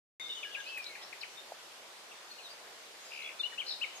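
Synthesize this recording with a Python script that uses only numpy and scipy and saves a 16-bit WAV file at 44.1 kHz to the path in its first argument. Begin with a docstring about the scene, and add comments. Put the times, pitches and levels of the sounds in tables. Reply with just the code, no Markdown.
"""A woodland edge. At 0.2 s steady leaf hiss cuts in; a songbird on the left sings whistles and quick
slurs, and birds answer from deeper in the trees. From 0.65 s a buzzard gives one falling mew, with two
dry ticks under it. A soft knock follows at 1.5 s, a small bird's drooping whistle at 2.3 s. From 3.1 s
the songbird adds two buzzy trills and two arched chirps. Each bird note is a nearly pure syrinx tone
with pitch jitter, scattered by the trunks."""
import sys
import numpy as np
from scipy import signal
from scipy.fft import rfft, irfft, next_fast_len
from scipy.io import wavfile
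from scipy.ndimage import uniform_filter1d, map_coordinates

SR = 44100
rng = np.random.default_rng(int(sys.argv[2]) if len(sys.argv) > 2 else 0)


def materialize(psi):
    """Save the field psi as 16-bit PCM at rate SR to the path in sys.argv[1].

    A 1-D psi becomes a single channel; in a 2-D psi each row is a channel.
    """
    bounded = np.clip(np.atleast_2d(psi).T, -1, 1)
    quanta = np.round(bounded * 32767).astype(np.int16)
    wavfile.write(sys.argv[1], SR, quanta)


N = 176400

# Leaf hiss spectrum. Each row: frequency in Hz, relative density in dB.
HISS_SPECTRUM = [(15, -52), (25, -25), (95, -24.5), (237, -12.5), (264, -13.5), (344, -6), (604, -1.5),
                 (729, -3), (790, -2), (1810, -6), (3540, -7), (4260, -8), (6370, -12), (13100, -22.5),
                 (15000, -31)]
# Leaf hiss over time. Each row: time in seconds, level in dB.
HISS_LEVEL = [(.2, -54), (.8, -53.5), (1.3, -53.5), (2.1, -54.5), (3, -53.5), (4, -53)]
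# Leaf hiss width. Each row: frequency in Hz, left-right correlation.
HISS_CORRELATION = [(30, 0.32), (120, 0.68), (300, 0.85), (600, 0.71), (1200, 0.3), (2500, 0), (6000, 0),
                    (14000, 0)]
# Dry ticks. Each row: start in seconds, level in dB, centre in Hz, T60 in seconds.
TWIG_TICKS = [(0.774, -44.5, 10500, 0.078), (0.8428, -35, 4000, 0.011)]
# Distant notes. Each row: start and length in seconds, start and end pitch in Hz, level in dB.
FAR_GLIDES = [(0.349, 0.0128, 3610, 2920, -47), (0.423, 0.016, 3740, 2850, -48),
              (0.512, 0.012, 2960, 3790, -48.5), (0.657, 0.033, 3490, 5340, -52),
              (0.815, 0.034, 6000, 4340, -57.5), (1.009, 0.025, 2880, 4360, -54.5),
              (1.011, 0.035, 4800, 5640, -54.5), (1.204, 0.0154, 5700, 4310, -52),
              (2.484, 0.039, 4370, 4920, -54.5), (2.992, 0.081, 6360, 7180, -62.5),
              (3.024, 0.16, 5030, 4960, -63.5), (3.942, 0.036, 7160, 6340, -56)]
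# Small bird's drooping whistle. Each row: time in seconds, pitch in Hz, level in dB.
DROOP_CONTOUR = [(2.295, 4300, -67), (2.316, 4324, -45), (2.335, 4360, -64.5), (2.43, 4240, -59),
                 (2.468, 3775, -47), (2.485, 3520, -60)]
# Held whistles. Each row: start and length in seconds, start and end pitch in Hz, level in dB,
# left over right in dB, echo in dB, jitter as a share of pitch.
SONG_WHISTLES = [(0.178, 0.083, 6280, 6420, -62, 3, -2, .008), (.345, .085, 6700, 6400, -61, 3, 0, .008),
                 (.576, 0.065, 6420, 6330, -62, 4, -1, .008),
                 (.16, 0.061, 2170, 2122, -51.5, 20, 0.5, 0.015),
                 (0.172, 0.11, 3614, 3620, -49.5, 5, 2.5, 0.015),
                 (.235, 0.072, 2130, 2160, -57.5, 1, -2, .008),
                 (.288, 0.05, 3650, 3610, -44.5, 0, 0, 0.015),
                 (.289, 0.039, 2990, 2940, -48.5, 6, -0.5, 0.015),
                 (.368, 0.019, 2960, 2940, -47.5, 8, 5, 0.016), (0.369, 0.04, 3640, 3610, -56, 7, -5, .006),
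                 (0.438, 0.042, 2950, 2860, -48, 4, -2.5, 0.012),
                 (0.445, 0.048, 1688, 1633, -49.5, 6, -3.5, 0.022),
                 (0.52, 0.05, 2887, 2813, -53.5, 15, 5, .018),
                 (0.565, 0.053, 1655, 1613, -47.5, 7, -6.5, 0.022),
                 (0.602, 0.051, 2924, 2914, -53.5, 9, 4.5, .016),
                 (0.842, .055, 3880, 3934, -51, 0, -7, 0.017),
                 (0.871, 0.047, 4300, 4260, -56, -1, -4, 0.0063),
                 (1.367, .04, 3680, 3610, -53, 7, -3, 0.019), (3.238, .045, 3407, 3386, -46, 3, -6, 0.0053),
                 (3.393, .026, 3576, 3540, -36.5, 5, -6, 0.0058),
                 (3.386, .014, 4220, 4030, -55.5, 10, 8.5, .01),
                 (3.421, 0.036, 4100, 4090, -50.5, 2, -1, .02), (3.43, .021, 2900, 2773, -34, 9, -13, .006),
                 (3.444, 0.028, 2893, 2940, -36.5, 40, -2.5, 0.0088)]
# Quick slurs. Each row: start and length in seconds, start and end pitch in Hz, level and echo in dB.
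SONG_SLURS = [(.429, 0.0233, 2810, 1920, -43, -8), (0.543, 0.0084, 3470, 2830, -52, -1),
              (.547, 0.019, 2760, 1980, -41, -6), (0.6, 0.012, 3640, 2830, -49, 0),
              (0.689, 0.018, 3550, 2560, -50, 5.5), (0.772, 0.015, 2630, 1460, -47.5, -5),
              (0.865, 0.0092, 3840, 4500, -43, -8), (0.952, 0.012, 2710, 1500, -46.5, -1.5),
              (1.127, .0129, 2850, 1480, -44.5, -4), (1.212, .014, 4530, 3730, -45, -5),
              (1.222, 0.015, 2980, 2640, -53.5, 6), (1.231, .016, 2840, 1776, -42, -5.5),
              (2.113, 0.0264, 2887, 2170, -57.5, -3), (2.38, 0.049, 3180, 2226, -56.5, -5),
              (3.223, .011, 3840, 4400, -55, -4), (3.519, 0.021, 2120, 1390, -55, 2)]
# Buzzy trills. Each row: start and length in seconds; start pitch, end pitch, swing and swing rate in Hz;
# level, growth, mid-note swell, loss at the top of a swing and downstroke gain in dB.
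SONG_TRILLS = [(3.104, .212, 2652, 2360, 354, 70.4, -52.5, 1, 0.5, -0.5, 8.5),
               (3.66, .089, 4785, 4350, 690, 67.5, -46.5, 5, 6, 5, 0)]
# Arched chirps. Each row: start and length in seconds, top pitch in Hz, level in dB.
SONG_CHIRPS = [(3.577, 0.054, 3206, -35), (3.811, 0.042, 3100, -33)]
# Chirp shape. Each row: share of the length, ratio to the top pitch, gain in dB.
CHIRP_ARCH = [(0, 0.79, -20), (.1, .84, -2.5), (0.279, .94, 0), (.41, 1.01, -6), (0.541, .95, 4),
              (.67, .81, -5.5), (.82, .72, -5), (1, 0.655, -20)]
# Buzzard's mew. Each row: time in seconds, pitch in Hz, level in dB.
MEW_CONTOUR = [(.655, 2497, -60), (.668, 2530, -46.5), (.70, 2677, -49), (.76, 2574, -44), (.80, 2440, -44),
               (.85, 2333, -55.5), (.92, 2170, -53.5), (.97, 2045, -66), (1.038, 1920, -58),
               (1.055, 1886, -72)]

ATTACK_S, RELEASE_S = 0.01, 0.0065
SONG_PAN_DB = 8


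def amp(db):
    return 10 ** (np.asarray(db) / 20)


def unit_rms(x):
    return x / np.sqrt(np.mean(x ** 2) + 1e-20)


def interp_log_hz(points, hz):
    knots_hz, values = np.transpose(points)
    return np.interp(np.log(hz + 1), np.log(knots_hz + 1), values)


def clock(length_s):
    return np.arange(max(int(length_s * SR), 8)) / SR


def wobble(t, rate_hz):
    """Smooth random curve with knots at rate_hz."""
    return map_coordinates(rng.standard_normal(2048), [t * rate_hz], mode="wrap")


def filtered(x, response):
    """Apply response(hz) by FFT."""
    size = next_fast_len(x.shape[-1] + SR // 2)
    return irfft(rfft(x, size) * response(np.fft.rfftfreq(size, 1 / SR)), size)[..., :x.shape[-1]]


def pan(left_over_right_db):
    gains = amp(np.array([[left_over_right_db], [-left_over_right_db]]) / 2)
    return gains / gains.mean()


def add(out, start_s, x):
    i = max(round(start_s * SR), 0)
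    out[:, i:i + x.shape[-1]] += x[..., :N - i]


def gate(t, attack_s, release_s):
    rise = np.sin(np.pi / 2 * np.clip(t / attack_s, 0, 1))
    fall = np.sin(np.pi / 2 * np.clip((t[-1] - t) / release_s, 0, 1)) ** 2
    return rise * fall


def leaf_hiss(patchy_db=1.21, drift_db=0.02):
    """Steady noise of distant leaves: central in the bass, wide in the treble."""
    t = np.arange(N) / SR
    spectra = signal.stft(rng.standard_normal((2, N)), nperseg=512)[2]
    patches = uniform_filter1d(rng.standard_normal(spectra.shape[1:]), size=6, axis=0)
    patches = unit_rms(uniform_filter1d(patches, size=14, axis=1))
    noise = signal.istft(spectra * amp(patchy_db * patches), nperseg=512)[1][:, :N]
    mid, side = filtered(noise, lambda hz: amp(interp_log_hz(HISS_SPECTRUM, hz)))
    side = filtered(side, lambda hz: np.tan(np.arccos(interp_log_hz(HISS_CORRELATION, hz)) / 2))
    level_db = np.interp(t, *np.transpose(HISS_LEVEL)) + drift_db * wobble(t, rate_hz=4.67)
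    return np.array([mid + side, mid - side]) / mid.std() * amp(level_db)


def among_trees(x, pan_db, echo_db, near_t60_s=0.15, deep_t60_s=0.93, deep_db=-9.5,
                build_s=0.0022, left_lead_s=0.00007):
    """Direct sound plus scatter: short from near trunks, long from the deep wood."""
    t = clock(1)
    decay = amp(-60 * t / near_t60_s) + amp(deep_db - 60 * t / deep_t60_s)
    decay *= 1 - np.exp(-(t / build_s) ** 2)
    echo = signal.fftconvolve(x[None], rng.standard_normal((2, SR)) * decay, axes=1)
    echo *= np.linalg.norm(x) / np.linalg.norm(echo, axis=1, keepdims=True)
    direct = filtered(x, lambda hz: np.exp(1j * np.pi * hz * left_lead_s * np.array([[1], [-1]])))
    return pan(pan_db) * np.pad(direct, ((0, 0), (0, SR - 1))) + amp(echo_db) * pan(3) * echo


def twig_ticks(rise_share=0.036):
    """Two dry ticks: fast-decaying bursts of band noise."""
    out, t = np.zeros((2, N)), clock(0.091)
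    for start_s, db, centre_hz, t60_s in TWIG_TICKS:
        noise = rng.standard_normal((2, len(t)))
        crack = unit_rms(filtered(noise, lambda hz: np.exp(-np.log((hz + 1) / centre_hz) ** 2 / 0.28)))
        rise = 1 - np.exp(-t / (rise_share * t60_s))
        add(out, start_s, crack * rise * amp(db - 60 * t / t60_s))
    return out


def wood_knock(peak_s=1.5219, hz=690, db=-32, width_s=0.0014):
    """Dull knock: a few cycles under a Gaussian envelope."""
    out, t = np.zeros((2, N)), clock(0.091)
    t -= t.mean()
    knock = amp(db) * np.exp(-(t / width_s) ** 2) * np.cos(2 * np.pi * hz * t)
    add(out, peak_s + t[0], among_trees(knock, pan_db=0, echo_db=-14))
    return out


def syrinx(t, hz, db, jitter, flutter_db=1.5, overtone_db=-35):
    """Nearly pure tone with level flutter; jitter is the random share of its pitch."""
    phase = 2 * np.pi * np.cumsum(hz * (1 + jitter * wobble(t, rate_hz=420))) / SR
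    envelope = np.sqrt(2) * amp(db + flutter_db * wobble(t, rate_hz=124))
    return envelope * (np.sin(phase) + amp(overtone_db) * np.sin(2 * phase))


def glide(length_s, from_hz, to_hz, db, jitter, attack_s, release_s, growth_db=0):
    """One note sliding between two pitches."""
    t = clock(length_s)
    hz = np.geomspace(from_hz, to_hz, len(t))
    return syrinx(t, hz, db + growth_db * (t / length_s - .5), jitter) * gate(t, attack_s, release_s)


def far_birds(jitter=0.0218):
    """Faint notes, half lost in their echo."""
    out = np.zeros((2, N))
    for start_s, length_s, from_hz, to_hz, db in FAR_GLIDES:
        note = glide(length_s, from_hz, to_hz, db, jitter, length_s / 2, RELEASE_S)
        add(out, start_s, among_trees(note, pan_db=1, echo_db=3))
    return out


def whistles():
    """Held songbird notes of almost level pitch."""
    out = np.zeros((2, N))
    for start_s, length_s, from_hz, to_hz, db, pan_db, echo_db, jitter in SONG_WHISTLES:
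        note = glide(length_s, from_hz, to_hz, db, jitter, ATTACK_S, RELEASE_S, growth_db=0.5)
        add(out, start_s, among_trees(note, pan_db, echo_db))
    return out


def slurs(jitter=0.037):
    """Quick songbird slides, mostly downward, fading as they go."""
    out = np.zeros((2, N))
    for start_s, length_s, from_hz, to_hz, db, echo_db in SONG_SLURS:
        edge_s = length_s / 4
        note = glide(length_s, from_hz, to_hz, db, jitter, edge_s, edge_s, growth_db=-14.5)
        add(out, start_s, among_trees(note, SONG_PAN_DB, echo_db))
    return out


def trills():
    """Songbird buzz: pitch and level swing about 70 times a second."""
    out = np.zeros((2, N))
    for (start_s, length_s, from_hz, to_hz, swing_hz, rate_hz,
         db, growth_db, swell_db, top_loss_db, downstroke_db) in SONG_TRILLS:
        t = clock(length_s)
        phase = 2 * np.pi * rate_hz * t
        hz = np.linspace(from_hz, to_hz, len(t)) + swing_hz * np.cos(phase)
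        level_db = db + growth_db * (t / length_s - .5) + swell_db * np.sin(np.pi * t / length_s)
        level_db += downstroke_db * np.sin(phase) - top_loss_db * np.cos(phase)
        note = syrinx(t, hz, level_db, jitter=0.0286) * gate(t, ATTACK_S, ATTACK_S)
        add(out, start_s, among_trees(note, pan_db=6.5, echo_db=-1.5))
    return out


def chirps():
    """Songbird notes that rise and fall in one arch."""
    out = np.zeros((2, N))
    share, ratio, gain_db = np.transpose(CHIRP_ARCH)
    for start_s, length_s, top_hz, db in SONG_CHIRPS:
        t = clock(length_s)
        hz = top_hz * uniform_filter1d(np.interp(t / length_s, share, ratio), size=200)
        note = syrinx(t, hz, db + np.interp(t / length_s, share, gain_db), jitter=0.01)
        add(out, start_s, among_trees(note, SONG_PAN_DB, echo_db=-6))
    return out


def long_call(contour):
    """Buzzard's mew or small bird's droop: one tone along a pitch and level contour."""
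    out = np.zeros((2, N))
    times_s, hz, db = np.transpose(contour)
    start_s = times_s[0]
    t = clock(times_s[-1] - start_s)
    call = syrinx(t, np.interp(t + start_s, times_s, hz), np.interp(t + start_s, times_s, db), 0.0075)
    add(out, start_s, among_trees(call, pan_db=3, echo_db=-8))
    return out


def scene():
    """Leaves, twigs and small birds behind the songbird and the buzzard."""
    background = leaf_hiss() + twig_ticks() + wood_knock() + far_birds() + long_call(DROOP_CONTOUR)
    songbird = whistles() + slurs() + trills() + chirps()
    return background + songbird + long_call(MEW_CONTOUR)


def record(dry):
    """Silence until the sound cuts in; low-pass with a 200 Hz edge."""
    start_s, cutoff_hz = 0.198, 15300
    gated = dry * (np.arange(N) / SR >= start_s)
    return filtered(gated, lambda hz: np.clip((cutoff_hz - hz) / 200 + .5, 0, 1))


dry = scene()
out = record(dry)
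materialize(out)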